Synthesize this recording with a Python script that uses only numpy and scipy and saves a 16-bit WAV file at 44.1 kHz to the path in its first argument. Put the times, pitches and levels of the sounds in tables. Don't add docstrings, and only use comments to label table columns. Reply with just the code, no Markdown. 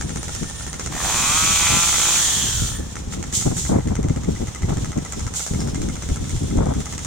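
import sys
import numpy as np
from scipy import signal
from scipy.fft import rfft, irfft
from scipy.io import wavfile
from scipy.ndimage import uniform_filter1d

SR = 44100
rng = np.random.default_rng(int(sys.argv[2]) if len(sys.argv) > 2 else 0)


def to_wav(s):
    ch = np.atleast_2d(s).T
    pcm = np.round(np.clip(ch, -1, 1) * 32767)
    wavfile.write(sys.argv[1], SR, pcm.astype(np.int16))


N = 311346
TIME = np.arange(N) / SR
FREQS = np.arange(N // 2 + 1) * SR / N
THROTTLE_OPENS_S, THROTTLE_SHUTS_S, THROTTLE_TRAVEL_S = 0.906, 2.185, 0.013
CLUTCH_GRIPS_S, CLUTCH_SLIP_S, CLUTCH_FREES_S = 0.888, 0.17, 2.68


# time_s, turns_per_s
REV_UP = [(0.93, 68.5), (1.17, 122.2), (1.3, 147), (1.37, 159), (1.43, 159.9), (1.47, 162.7),
          (1.518, 163.1), (1.694, 168.4), (1.892, 171), (2.0, 164.6), (2.032, 168.3), (2.118, 170),
          (2.15, 175), (2.183, 177)]
def crank_speed():
    brake_turns_per_s2, eases_s, slowest = 304, 0.7, 50
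    coasted_s = np.maximum(TIME - REV_UP[-1][0], 0)
    lost = brake_turns_per_s2 * eases_s * (1 - np.exp(-coasted_s / eases_s))
    return np.maximum(in_time(REV_UP)[0] - lost, slowest)


def by_speed(level_db, db_per_doubling):
    return from_db(level_db + db_per_doubling * np.log2(crank_speed() / 201.4))


# time_s, every_second, every_third, after_the_third
MISFIRES = [(1.0, .2, 0, 0), (1.3, .1, 0, 0), (1.42, .35, 0, 0), (1.75, .45, .05, 0), (1.83, .15, .15, 0),
            (1.86, 0, .9, 0), (1.97, 0, .95, .2), (2.01, 0, .85, .65), (2.14, 0, .85, .6),
            (2.18, 0, .6, .2), (2.2, 0, 0, 0)]
def strokes(jitter_s, uneven_db, waver):
    turns = np.floor(np.cumsum(crank_speed() * (1 + waver * drift(22))) / SR)
    at = np.flatnonzero(np.diff(turns))
    second, third, after = (np.clip(loss[at], 0, 1) for loss in in_time(MISFIRES))
    count = np.arange(len(at))
    sizes = (1 - second * (count % 2)) * (1 - third * (count % 3 == 0)) * (1 - after * (count % 3 == 1))
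    time_slip, size_slip = rng.standard_normal((2, len(at))) * (1 + 1.2 * third)
    return clicks(at / SR + jitter_s * time_slip, sizes * from_db(uneven_db * size_slip))


# time_s, level_db
GAS_RUSH = [(.93, 3), (1.1, -6), (1.35, -15), (1.51, -16), (1.6, -4), (1.68, -7), (1.8, -14), (1.9, -7),
            (2.03, -3), (2.17, -5), (2.24, -15), (2.8, -12)]
# pitch_hz, level_db
HARD_TONE = [(165, -8), (330, -20), (460, -17), (650, -10), (830, -2.5), (1030, -1), (1250, 0), (1450, -2),
             (1750, -11), (2030, 1), (2200, -4), (2470, 4), (2800, -9), (3500, -6), (4500, -17),
             (7000, -14), (16000, -40)]
EASY_TONE = [(150, 1.5), (400, 2), (620, 3), (850, 7.5), (1080, 9), (1330, 7), (1600, 5), (1800, 9),
             (2400, -0.5), (3000, -9.5), (7000, -1.5), (16000, -21)]
# time_s, pitch_hz, level_db
PIPE_NOTE = [(.95, 840, -8), (1.02, 596, -14), (1.08, 855, 2), (1.16, 1050, -10), (1.26, 1140, -7),
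             (1.38, 1210, -3), (1.52, 1270, 3), (1.6, 1400, -33), (1.8, 1280, -12), (2.16, 1250, -17),
             (2.25, 1850, -9), (2.45, 1620, -15), (2.62, 1370, 6), (2.8, 1250, -10)]
PIPE_WHINE = [(1.2, 2340, -24), (1.41, 2320, -14), (1.48, 2320, -5), (1.57, 2360, -8), (1.65, 2150, -10),
              (1.73, 2470, -15), (1.83, 2400, -9), (1.96, 1950, -9), (2.08, 2350, -14), (2.17, 2240, -17),
              (2.22, 2400, -26)]
def exhaust(kicks, dying_s):
    puffs = level_out(die_away(kicks, decay_s=0.004) * rng.standard_normal(N))
    flow = chambers(level_out(kicks) + from_db(in_time(GAS_RUSH)[0]) * puffs, feedback=.45)
    released = ramp(THROTTLE_SHUTS_S, THROTTLE_TRAVEL_S)
    driven = ramp(THROTTLE_OPENS_S, THROTTLE_TRAVEL_S) - released
    coasting = released * (1 - ramp(CLUTCH_FREES_S, dying_s))
    misfiring = np.clip(in_time(MISFIRES)[1], 0, 1)
    pull = np.minimum(crank_speed() / 140, 1) ** 3.1
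    load = np.clip(driven * pull * (1 - 0.56 * misfiring) + coasting * 0.07, 0, 1)
    muffled = load * body(flow, HARD_TONE) + (1 - load) * body(flow, EASY_TONE)
    note = pipe_resonance(flow, PIPE_NOTE, decay_s=0.0025)
    whine = pipe_resonance(flow, PIPE_WHINE, decay_s=0.0028)
    choked_db = -5 * (1 - ramp(THROTTLE_OPENS_S, .16))
    gain = driven * by_speed(-23, 4.3) * from_db(choked_db - 4 * misfiring)
    gain += coasting * by_speed(-29, 8.2)
    roar = level_out(muffled[0] + note + whine) * gain
    return outdoors(roar, echo_db=-9, echo_cut_hz=3200, scatter_db=-11, fade_s=.35)


def pipe_resonance(flow, curve, decay_s):
    hz, level_db = in_time(curve)
    return from_db(level_db) * level_out(ring(flow, hz, decay_s).real)


ROUND_TRIPS = [.00037, .00083, .00131, .00197]
def chambers(flow, feedback):
    for trip_s in ROUND_TRIPS:
        loop = np.r_[1, np.zeros(int(trip_s * SR) - 1), -feedback]
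        flow = signal.lfilter(loop[::-1], loop, flow)
    return flow


# start_s, bark_db, crack_db
IDLE_POPS = [(0.0112, -35.5, -24), (0.0934, -38, -28.5), (0.1597, -36, -28.5), (0.23, -39, -25),
             (0.282, -35.5, -29), (0.3498, -43, -23), (0.432, -40, -28), (0.4982, -43, -29),
             (0.598, -38, -34), (0.6657, -37.5, -29), (0.7302, -35, -26.5), (0.7958, -36.5, -24),
             (0.8615, -35, -24), (2.9557, -36.5, -29), (3.1248, -36.5, -34), (3.2275, -37.5, -26.5),
             (3.3263, -41, -24.5), (3.4119, -34.5, -28), (3.506, -46, -33), (3.5677, -37, -26),
             (3.6515, -37.5, -27), (3.796, -39, -58), (3.8739, -39.5, -30.5), (3.954, -35, -28),
             (4.0294, -40, -31.5), (4.0854, -38, -33), (4.1614, -37, -34), (4.235, -41, -36),
             (4.352, -41.5, -39), (4.4087, -48, -46), (4.4713, -35, -30.5), (4.548, -36.5, -29),
             (4.6215, -37, -30.5), (4.6957, -36.5, -39), (4.7709, -36.5, -30.5), (4.8459, -36, -29),
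             (4.9186, -36, -33), (4.976, -37.5, -32), (5.0492, -35.5, -29.5), (5.123, -35, -24),
             (5.1942, -38, -27.5), (5.2666, -36.5, -28), (5.3385, -43, -26.5), (5.3945, -35, -30),
             (5.4647, -40, -23), (5.5362, -38.5, -29.5), (5.6047, -38.5, -26.5), (5.674, -43, -35),
             (5.7459, -37, -29), (5.8175, -41, -26), (5.887, -40, -31), (5.9553, -39.5, -29),
             (6.0232, -41, -28), (6.089, -40, -29), (6.1597, -41.5, -29), (6.2426, -44, -34),
             (6.2946, -40.5, -30), (6.3634, -49, -32), (6.432, -54, -32), (6.5025, -44, -34),
             (6.5719, -39, -31), (6.6568, -48, -33), (6.7374, -40.5, -30), (6.804, -42, -31),
             (6.857, -37, -27.5), (6.9253, -40, -27), (6.9794, -39, -25.5), (7.048, -46, -24)]
# pitch_hz, level_db
POP_TONE = [(150, -18), (500, -13), (820, 1.5), (1080, -13), (1270, 2.5), (1700, -2), (2120, 0),
            (2400, -20), (3100, -4.5), (4500, -40), (9000, -33), (16000, -43)]
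CRACK_TONE = [(1500, -1), (3200, -9), (4800, -7), (6500, 6.5), (8000, 0), (11000, -18), (16000, -25)]
def idle(pop_db, ring_db, gas_db, crack_db, shake_db):
    times, bark_db, sharp_db = np.transpose(IDLE_POPS)
    kicks = clicks(times, from_db(bark_db))
    kicks += dead_strokes(times, turns_per_s=58, size_db=-54, uneven_db=2.5)
    gas = from_db(gas_db) * die_away(kicks, decay_s=.0016) * rng.standard_normal(N)
    pop = from_db(pop_db) * body(kicks + gas, POP_TONE)
    ringing = from_db(ring_db) * muffler_ring(times, bark_db, uneven_db=2.2)
    bark = outdoors(pop + ringing, echo_db=-12, echo_cut_hz=5000, scatter_db=-6, fade_s=.4)
    sharp = clicks(times, from_db(sharp_db))
    snap = from_db(crack_db) * die_away(sharp, decay_s=.0014)
    shake = from_db(shake_db) * die_away(sharp, decay_s=.02)
    crack = body((snap + shake) * stereo_noise(alike=0.11), CRACK_TONE)
    return bark + outdoors(crack, echo_db=-1, echo_cut_hz=9000, scatter_db=-7.5, fade_s=.35)


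def dead_strokes(times, turns_per_s, size_db, uneven_db):
    puff_times = []
    for start, end in zip(times, times[1:]):
        if end - start < .5:
            turns = max(round((end - start) * turns_per_s), 1)
            puff_times.extend(np.linspace(start, end, turns + 1)[1:-1])
    sizes = from_db(size_db + uneven_db * rng.standard_normal(len(puff_times)))
    return clicks(np.array(puff_times), sizes)


# pitch_hz, level_db, decay_s
MUFFLER_NOTES = [(840, -4, 0.0015), (1335, -1, 0.0028), (1810, -6.5, 0.0022), (2056, -2.5, 0.0042)]
# time_s, ground_echo_s, then a pitch_ratio for each note
NOTE_SHIFTS = [(0, .0108, .95, 1.03, 1, 1.08), (.8, .0112, .95, 1.03, 1, 1.02),
               (3.4, .012, .97, 1.01, 1.02, 1), (4.1, .011, 1, .96, 1, 1),
               (5.05, .0105, 1.03, .95, .88, .97), (5.45, .0102, 1.02, 1.05, .88, 1.03),
               (6.25, .0088, 1, 1, 1, 1.02), (6.95, .0098, 1, .94, 1, .98)]
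# time_s, then a level_db for each note
NOTE_LEVELS = [(0, 1, 0.5, -2, -2), (.55, 6, 1, -9, -12), (.8, 2, 1.5, 0, 0), (3.3, -5, 1, 2, 0),
               (4.3, -6, -2.5, -3, 0.5), (5.4, 1, 1.5, -4, -1), (6.2, -2, 0.5, -2, 2), (7, -5, 4, -1, 0)]
# offset_s, level_db
NEAR_BOUNCES = [(-.0022, -7), (0, 0), (.006, -10)]
def muffler_ring(times, bark_db, uneven_db):
    ground_s, *tunings = in_time(NOTE_SHIFTS)
    offset_s, bounce_db = np.transpose(NEAR_BOUNCES)
    arrivals = (times + np.interp(times, TIME, ground_s))[:, None] + offset_s
    arrivals += .00012 * rng.standard_normal(arrivals.shape)
    ringing = 0
    for (hz, db, decay_s), tuning, level_db in zip(MUFFLER_NOTES, tunings, in_time(NOTE_LEVELS)):
        strike_db = bark_db + uneven_db * rng.standard_normal(len(times))
        strikes = clicks(arrivals.ravel(), from_db(strike_db[:, None] + bounce_db).ravel())
        ringing += from_db(db + level_db) * ring(strikes, hz * tuning, decay_s).imag
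    return ringing


# pitch_hz, level_db
CHAIN_TONE = [(400, -32), (900, -25), (1500, -23.5), (2000, -20), (2750, -14.5), (3300, -4.5), (4200, -10),
              (5100, -12), (6000, -3), (7100, 0), (8200, -9), (9200, -10), (10800, -23), (14500, -21),
              (16000, -24)]
def running_chain(kicks, throb, knock_db):
    pulsing = 1 + throb * (level_out(die_away(kicks, decay_s=0.0022)) - 0.5)
    rattle = stereo_noise(alike=0.02) + from_db(knock_db) * links(per_s=1900, spread_db=4.5)
    stopping_db = -89 * np.maximum(TIME - CLUTCH_FREES_S, 0)
    clutch = ramp(CLUTCH_GRIPS_S, CLUTCH_SLIP_S) * from_db(stopping_db)
    return body(rms_one(rattle * pulsing), CHAIN_TONE) * by_speed(-16, 6.5) * clutch


def links(per_s, spread_db):
    sizes = from_db(spread_db * np.minimum(rng.exponential(1, N), 4)) * rng.choice([-1, 1], N)
    return rms_one(sizes * (rng.random(N) < per_s / SR))


# start_s, level_db, rise_s, decay_s
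TWIG_TOUCHES = [(3.31, -18, 0.042, 0.084), (3.529, -25, 0.058, 0.095), (3.63, -37, 0.063, 0.0061),
                (5.325, -23.5, 0.041, 0.11)]
# pitch_hz, level_db
TWIG_TONE = [(1180, -58), (2000, -11.5), (2110, -13), (2490, -15.5), (3310, -7.5), (4860, -8), (7000, 5),
             (9740, -10.5), (11000, -18.5), (14400, -19), (16000, -28)]
def rasps(knock_db):
    swell = sum(from_db(db) * ramp(start, rise) ** 2 * fade_after(start + rise, decay)
                for start, db, rise, decay in TWIG_TOUCHES)
    scrape = stereo_noise(alike=0.037) + from_db(knock_db) * links(per_s=2400, spread_db=0)
    return swell * body(rms_one(scrape), TWIG_TONE)


# time_s, level_db
JINGLE_LEVELS = [(0, -36), (.9, -35), (2.85, -39.5), (3.3, -38.5), (3.8, -43.5), (4.5, -39), (5.7, -38.5),
                 (6.32, -36.5), (6.7, -41.5), (7.06, -33.5)]
# pitch_hz, level_db
JINGLE_TONE = [(1400, -12.5), (2500, -8), (3400, -1), (4700, -7), (5800, 1), (7200, 3), (8400, -6.5),
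               (9300, -6), (10800, -21.5), (14000, -18.5), (16000, -24)]
def jingle(knock_db, level_db, flutter_db):
    rattle = rms_one(stereo_noise(alike=0.012) + from_db(knock_db) * links(per_s=370, spread_db=1))
    gain = from_db(in_time(JINGLE_LEVELS)[0] + level_db + flutter_db * drift(16))
    return body(rattle, JINGLE_TONE) * gain


# peak_s, pitch_hz, width_hz, level_db, half_length_s
STEEL_NOTES = [(.1, 9120, 120, -46, .13), (.56, 9120, 120, -44, .17), (.55, 1810, 50, -49.5, .25),
               (2.3, 3300, 200, -36, .08), (2.45, 3200, 170, -31, .08), (2.68, 3300, 260, -44, .07),
               (2.68, 9050, 110, -41, .08), (2.6, 13750, 150, -52, .13), (2.75, 1780, 70, -50, .12),
               (5.2, 5300, 230, -47, .05), (5.61, 5350, 260, -44, .02), (5.68, 5250, 260, -42, .025),
               (6.2, 9150, 170, -53, .7), (6.6, 3450, 170, -53, .4)]
def singing_steel(flutter_db):
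    rubbing = rfft(stereo_noise(alike=0.94) * from_db(flutter_db * drift(22)))
    singing = 0
    for peak_s, hz, width_hz, db, half_length_s in STEEL_NOTES:
        swell = np.exp(-.5 * ((TIME - peak_s) / half_length_s) ** 2)
        note = rms_one(irfft(rubbing / (1 + ((FREQS - hz) / width_hz) ** 2), N))
        singing += from_db(db) * swell * note
    return singing


# delay_s, level_db, right_ear_extra_s
YARD_ECHOES = [(.0119, -2, .00002), (.029, -17, .0005)]
def outdoors(sound, echo_db, echo_cut_hz, scatter_db, fade_s):
    t = TIME[:SR // 2]
    echoes = np.zeros((2, len(t)))
    for delay_s, level_db, extra_s in YARD_ECHOES:
        echoes[0, int(delay_s * SR)] += from_db(echo_db + level_db)
        echoes[1, int((delay_s + extra_s) * SR)] += from_db(echo_db + level_db)
    response = signal.sosfilt(signal.butter(1, echo_cut_hz, fs=SR, output="sos"), echoes)
    scatter = rng.standard_normal(echoes.shape) * from_db(-60 * t / fade_s)
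    response += from_db(scatter_db) * scatter / np.linalg.norm(scatter[0])
    response[:, 0] += 1
    response /= np.linalg.norm(response[0])
    return signal.oaconvolve(sound * np.ones((2, 1)), response, axes=-1)[:, :N]


# pitch_hz, left_minus_right_db
SAW_BALANCE = [(300, -14.5), (1400, 6), (2600, -1), (3800, 1.5), (6200, 1.5), (7500, -6), (9900, -6),
               (11500, 1.5), (15500, -5.5)]
def at_the_ears(saw):
    return irfft(rfft(saw) * from_db(at_hz(SAW_BALANCE, FREQS) * [[.5], [-.5]]), N)


# time_s, level_db
BREEZE_LEVELS = [(0, -32), (.6, -36.5), (1.6, -33), (2.2, -39), (2.6, -30.5), (3.3, -31), (3.6, -32.5),
                 (3.9, -23.5), (4.5, -32.5), (4.9, -37), (5.25, -34), (5.42, -52), (5.9, -31), (6.7, -28.5),
                 (7.06, -35.5)]
# start_s, length_s, level_db, brightness_db, tearing (0 to 1)
WIND_GUSTS = [(0.408, 0.03, -31, 8, 0), (1.395, 0.029, -32, -8, 0.1), (1.685, 0.087, -35, 9.5, 0.74),
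              (2.53, 0.13, -24.5, -33, 0.1), (2.68, 0.092, -31, -11, 0.1), (3.159, 0.058, -28.5, -0.5, 0.2),
              (3.451, 0.027, -17, 2.5, 0.4), (3.498, 0.025, -29, 8.5, 0.4), (3.688, 0.047, -26.5, 10, 0.6),
              (3.736, 0.048, -23, 7.5, 0.57), (3.85, 0.031, -24.5, 4, 0.17), (3.894, 0.035, -23.5, 3, 0.4),
              (3.98, 0.021, -28.5, 10, 0.15), (4.033, 0.027, -27, 10, 0.24), (4.09, 0.022, -25, 8.5, 0.12),
              (4.155, 0.031, -30, 8, 0.34), (4.274, 0.022, -26.5, 12, 0.12), (4.395, 0.04, -24, 1.5, 0.27),
              (4.621, 0.036, -17, -7, 0), (4.674, 0.06, -23, 1.5, 0.54), (4.756, 0.027, -20, -3.5, 0.28),
              (4.804, 0.037, -22, -3.5, 0.2), (4.885, 0.01, -21, -1, 0), (4.953, 0.032, -27, 8.5, 0.23),
              (5.165, 0.015, -21, -3, 0), (5.213, 0.061, -24, -14, 0), (5.501, 0.076, -23.5, 0, 0.03),
              (5.581, 0.12, -26.5, 1.5, 0.26), (5.714, 0.19, -24.5, -3, 0),
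              (6.10, 0.023, -13.5, -10.5, 0.14), (6.194, 0.033, -23, -5, 0), (6.316, 0.059, -19, -23, 0.1),
              (6.402, 0.051, -23, -0.5, 0), (6.551, 0.043, -17.5, -4, 0.1), (6.573, 0.07, -24, 1.5, 0.85),
              (6.653, 0.07, -27, 3.5, 0.87), (6.748, 0.063, -26, -0.5, 0.2)]
# pitch_hz, level_db
RUMBLE_TONE = [(12, -18), (25, -9), (45, -4), (72, 1), (115, -2), (150, -13), (250, -38), (1000, -80),
               (4000, -110)]
BUFFET_TONE = [(70, -33), (125, -1), (170, -0.5), (240, -3.5), (350, -9.5), (500, -16.5), (800, -26.5),
               (1600, -73), (6000, -100)]
TEAR_TONE = [(30, -12.5), (80, 2.5), (220, -10), (400, -9), (700, -8), (1300, -24), (2000, -29.5),
             (6000, -100)]
def wind(rumble_db, buffet_db, tear_db, breeze_bright_db, restless_db, left_db):
    breeze = from_db(in_time(BREEZE_LEVELS)[0] + restless_db * drift(24))
    big_power = breeze ** 2
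    small_power = (breeze * from_db(breeze_bright_db + restless_db * drift(4.3))) ** 2
    tearing = 0
    for start, length, db, bright_db, tears in WIND_GUSTS:
        gust = from_db(db) * ramp(start, 0.012) * fade_after(start + length, decay_s=0.01)
        big_power += gust ** 2
        small_power += (gust * from_db(bright_db)) ** 2
        tearing += gust * from_db(bright_db) * tears
    rumble = from_db(rumble_db) * np.sqrt(big_power) * swirls(RUMBLE_TONE, lumpy_db=0.5, alike=0.93)
    buffet = from_db(buffet_db) * np.sqrt(small_power) * swirls(BUFFET_TONE, lumpy_db=5.5, alike=0.85)
    tear = from_db(tear_db) * tearing * swirls(TEAR_TONE, lumpy_db=8, alike=0.76)
    left, right = rumble + (buffet + tear) * from_db([[left_db / 2], [-left_db / 2]])
    return np.array([left, np.interp(TIME - .0008, TIME, right)])


def swirls(tone, lumpy_db, alike):
    noise = body(stereo_noise(alike) * from_db(lumpy_db * np.tanh(drift(110))), tone)
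    return noise / np.sqrt(uniform_filter1d(np.mean(noise ** 2, axis=0), size=1500) + 1e-12)


# pitch_hz, level_db
DRONE_NOTES = [(67, -37.5), (100.5, -50), (134, -50)]
def drone(wander, waver_db):
    clock = np.cumsum(1 + wander * drift(3)) / SR
    return sum(from_db(db + waver_db * drift(5)) * np.sin(2 * np.pi * hz * clock)
               for hz, db in DRONE_NOTES)


# pitch_hz, level_db
AIR_TONE = [(88, -39), (150, 0.5), (399, -24.5), (455, -10.5), (613, -18), (807, -15.5), (1070, -18),
            (1320, -20.5), (2600, -27), (3380, -94), (5720, -120)]
def yard_air(level_db):
    return from_db(level_db) * body(stereo_noise(alike=0.29), AIR_TONE)


def from_db(db):
    return 10 ** (np.asarray(db) / 20)


def rms_one(x):
    return x / np.sqrt(np.mean(x ** 2) + 1e-20)


def level_out(x):
    return x / np.sqrt(np.maximum(uniform_filter1d(x ** 2, size=2600), 0) + 1e-7)


def in_time(rows):
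    times, *columns = np.transpose(rows)
    return [np.interp(TIME, times, column) for column in columns]


def at_hz(points, hz):
    known_hz, values = np.transpose(points)
    return np.interp(np.log(hz + 1), np.log(known_hz), values)


def ramp(start_s, length_s):
    return np.clip((TIME - start_s) / length_s, 0, 1)


def fade_after(start_s, decay_s):
    return np.exp(-np.maximum(TIME - start_s, 0) / decay_s)


def drift(rate_hz):
    return rms_one(irfft(rfft(rng.standard_normal(N)) / (1 + (FREQS / rate_hz) ** 2), N))


def stereo_noise(alike):
    return np.sqrt(alike) * rng.standard_normal(N) + np.sqrt(1 - alike) * rng.standard_normal((2, N))


def clicks(times, sizes):
    return np.bincount(np.clip(np.round(times * SR).astype(int), 0, N - 1), sizes, N) + 1e-18


def die_away(kicks, decay_s):
    return signal.lfilter([1], [1, -np.exp(-1 / (decay_s * SR))], kicks)


def ring(x, hz, decay_s):
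    turn = np.exp(2j * np.pi * np.cumsum(hz * np.ones(N)) / SR)
    return turn * die_away(x / turn, decay_s)


def body(x, tone, size=2048):
    cepstrum = irfft(np.log(from_db(at_hz(tone, np.arange(size // 2 + 1) * SR / size))))
    cepstrum[1:size // 2] *= 2
    cepstrum[size // 2 + 1:] = 0
    response = irfft(np.exp(rfft(cepstrum)))
    return signal.oaconvolve(np.atleast_2d(x), [response / np.linalg.norm(response)], axes=-1)[:, :N]


def scene():
    kicks = strokes(jitter_s=.000014, uneven_db=1.5, waver=.003)
    saw = exhaust(kicks, dying_s=.26)
    saw += idle(pop_db=22, ring_db=6, gas_db=-23.5, crack_db=3.5, shake_db=-7.5)
    saw += running_chain(kicks, throb=0.058, knock_db=-13)
    saw += rasps(knock_db=-21)
    saw += jingle(knock_db=-21, level_db=-1, flutter_db=1.97)
    saw += singing_steel(flutter_db=2.5)
    background = yard_air(level_db=-41) + drone(wander=.025, waver_db=2.5)
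    gusts = wind(rumble_db=-1, buffet_db=-0.5, tear_db=0.5,
                 breeze_bright_db=-3, restless_db=3.43, left_db=2.5)
    return at_the_ears(saw) + background + gusts


def record(dry):
    ceiling, cutoff_hz = .85, 16000
    rounded = dry / (1 + (dry / ceiling) ** 4) ** .25
    return signal.sosfilt(signal.ellip(12, .1, 90, cutoff_hz, fs=SR, output="sos"), rounded)


dry = scene()
out = record(dry)
to_wav(out)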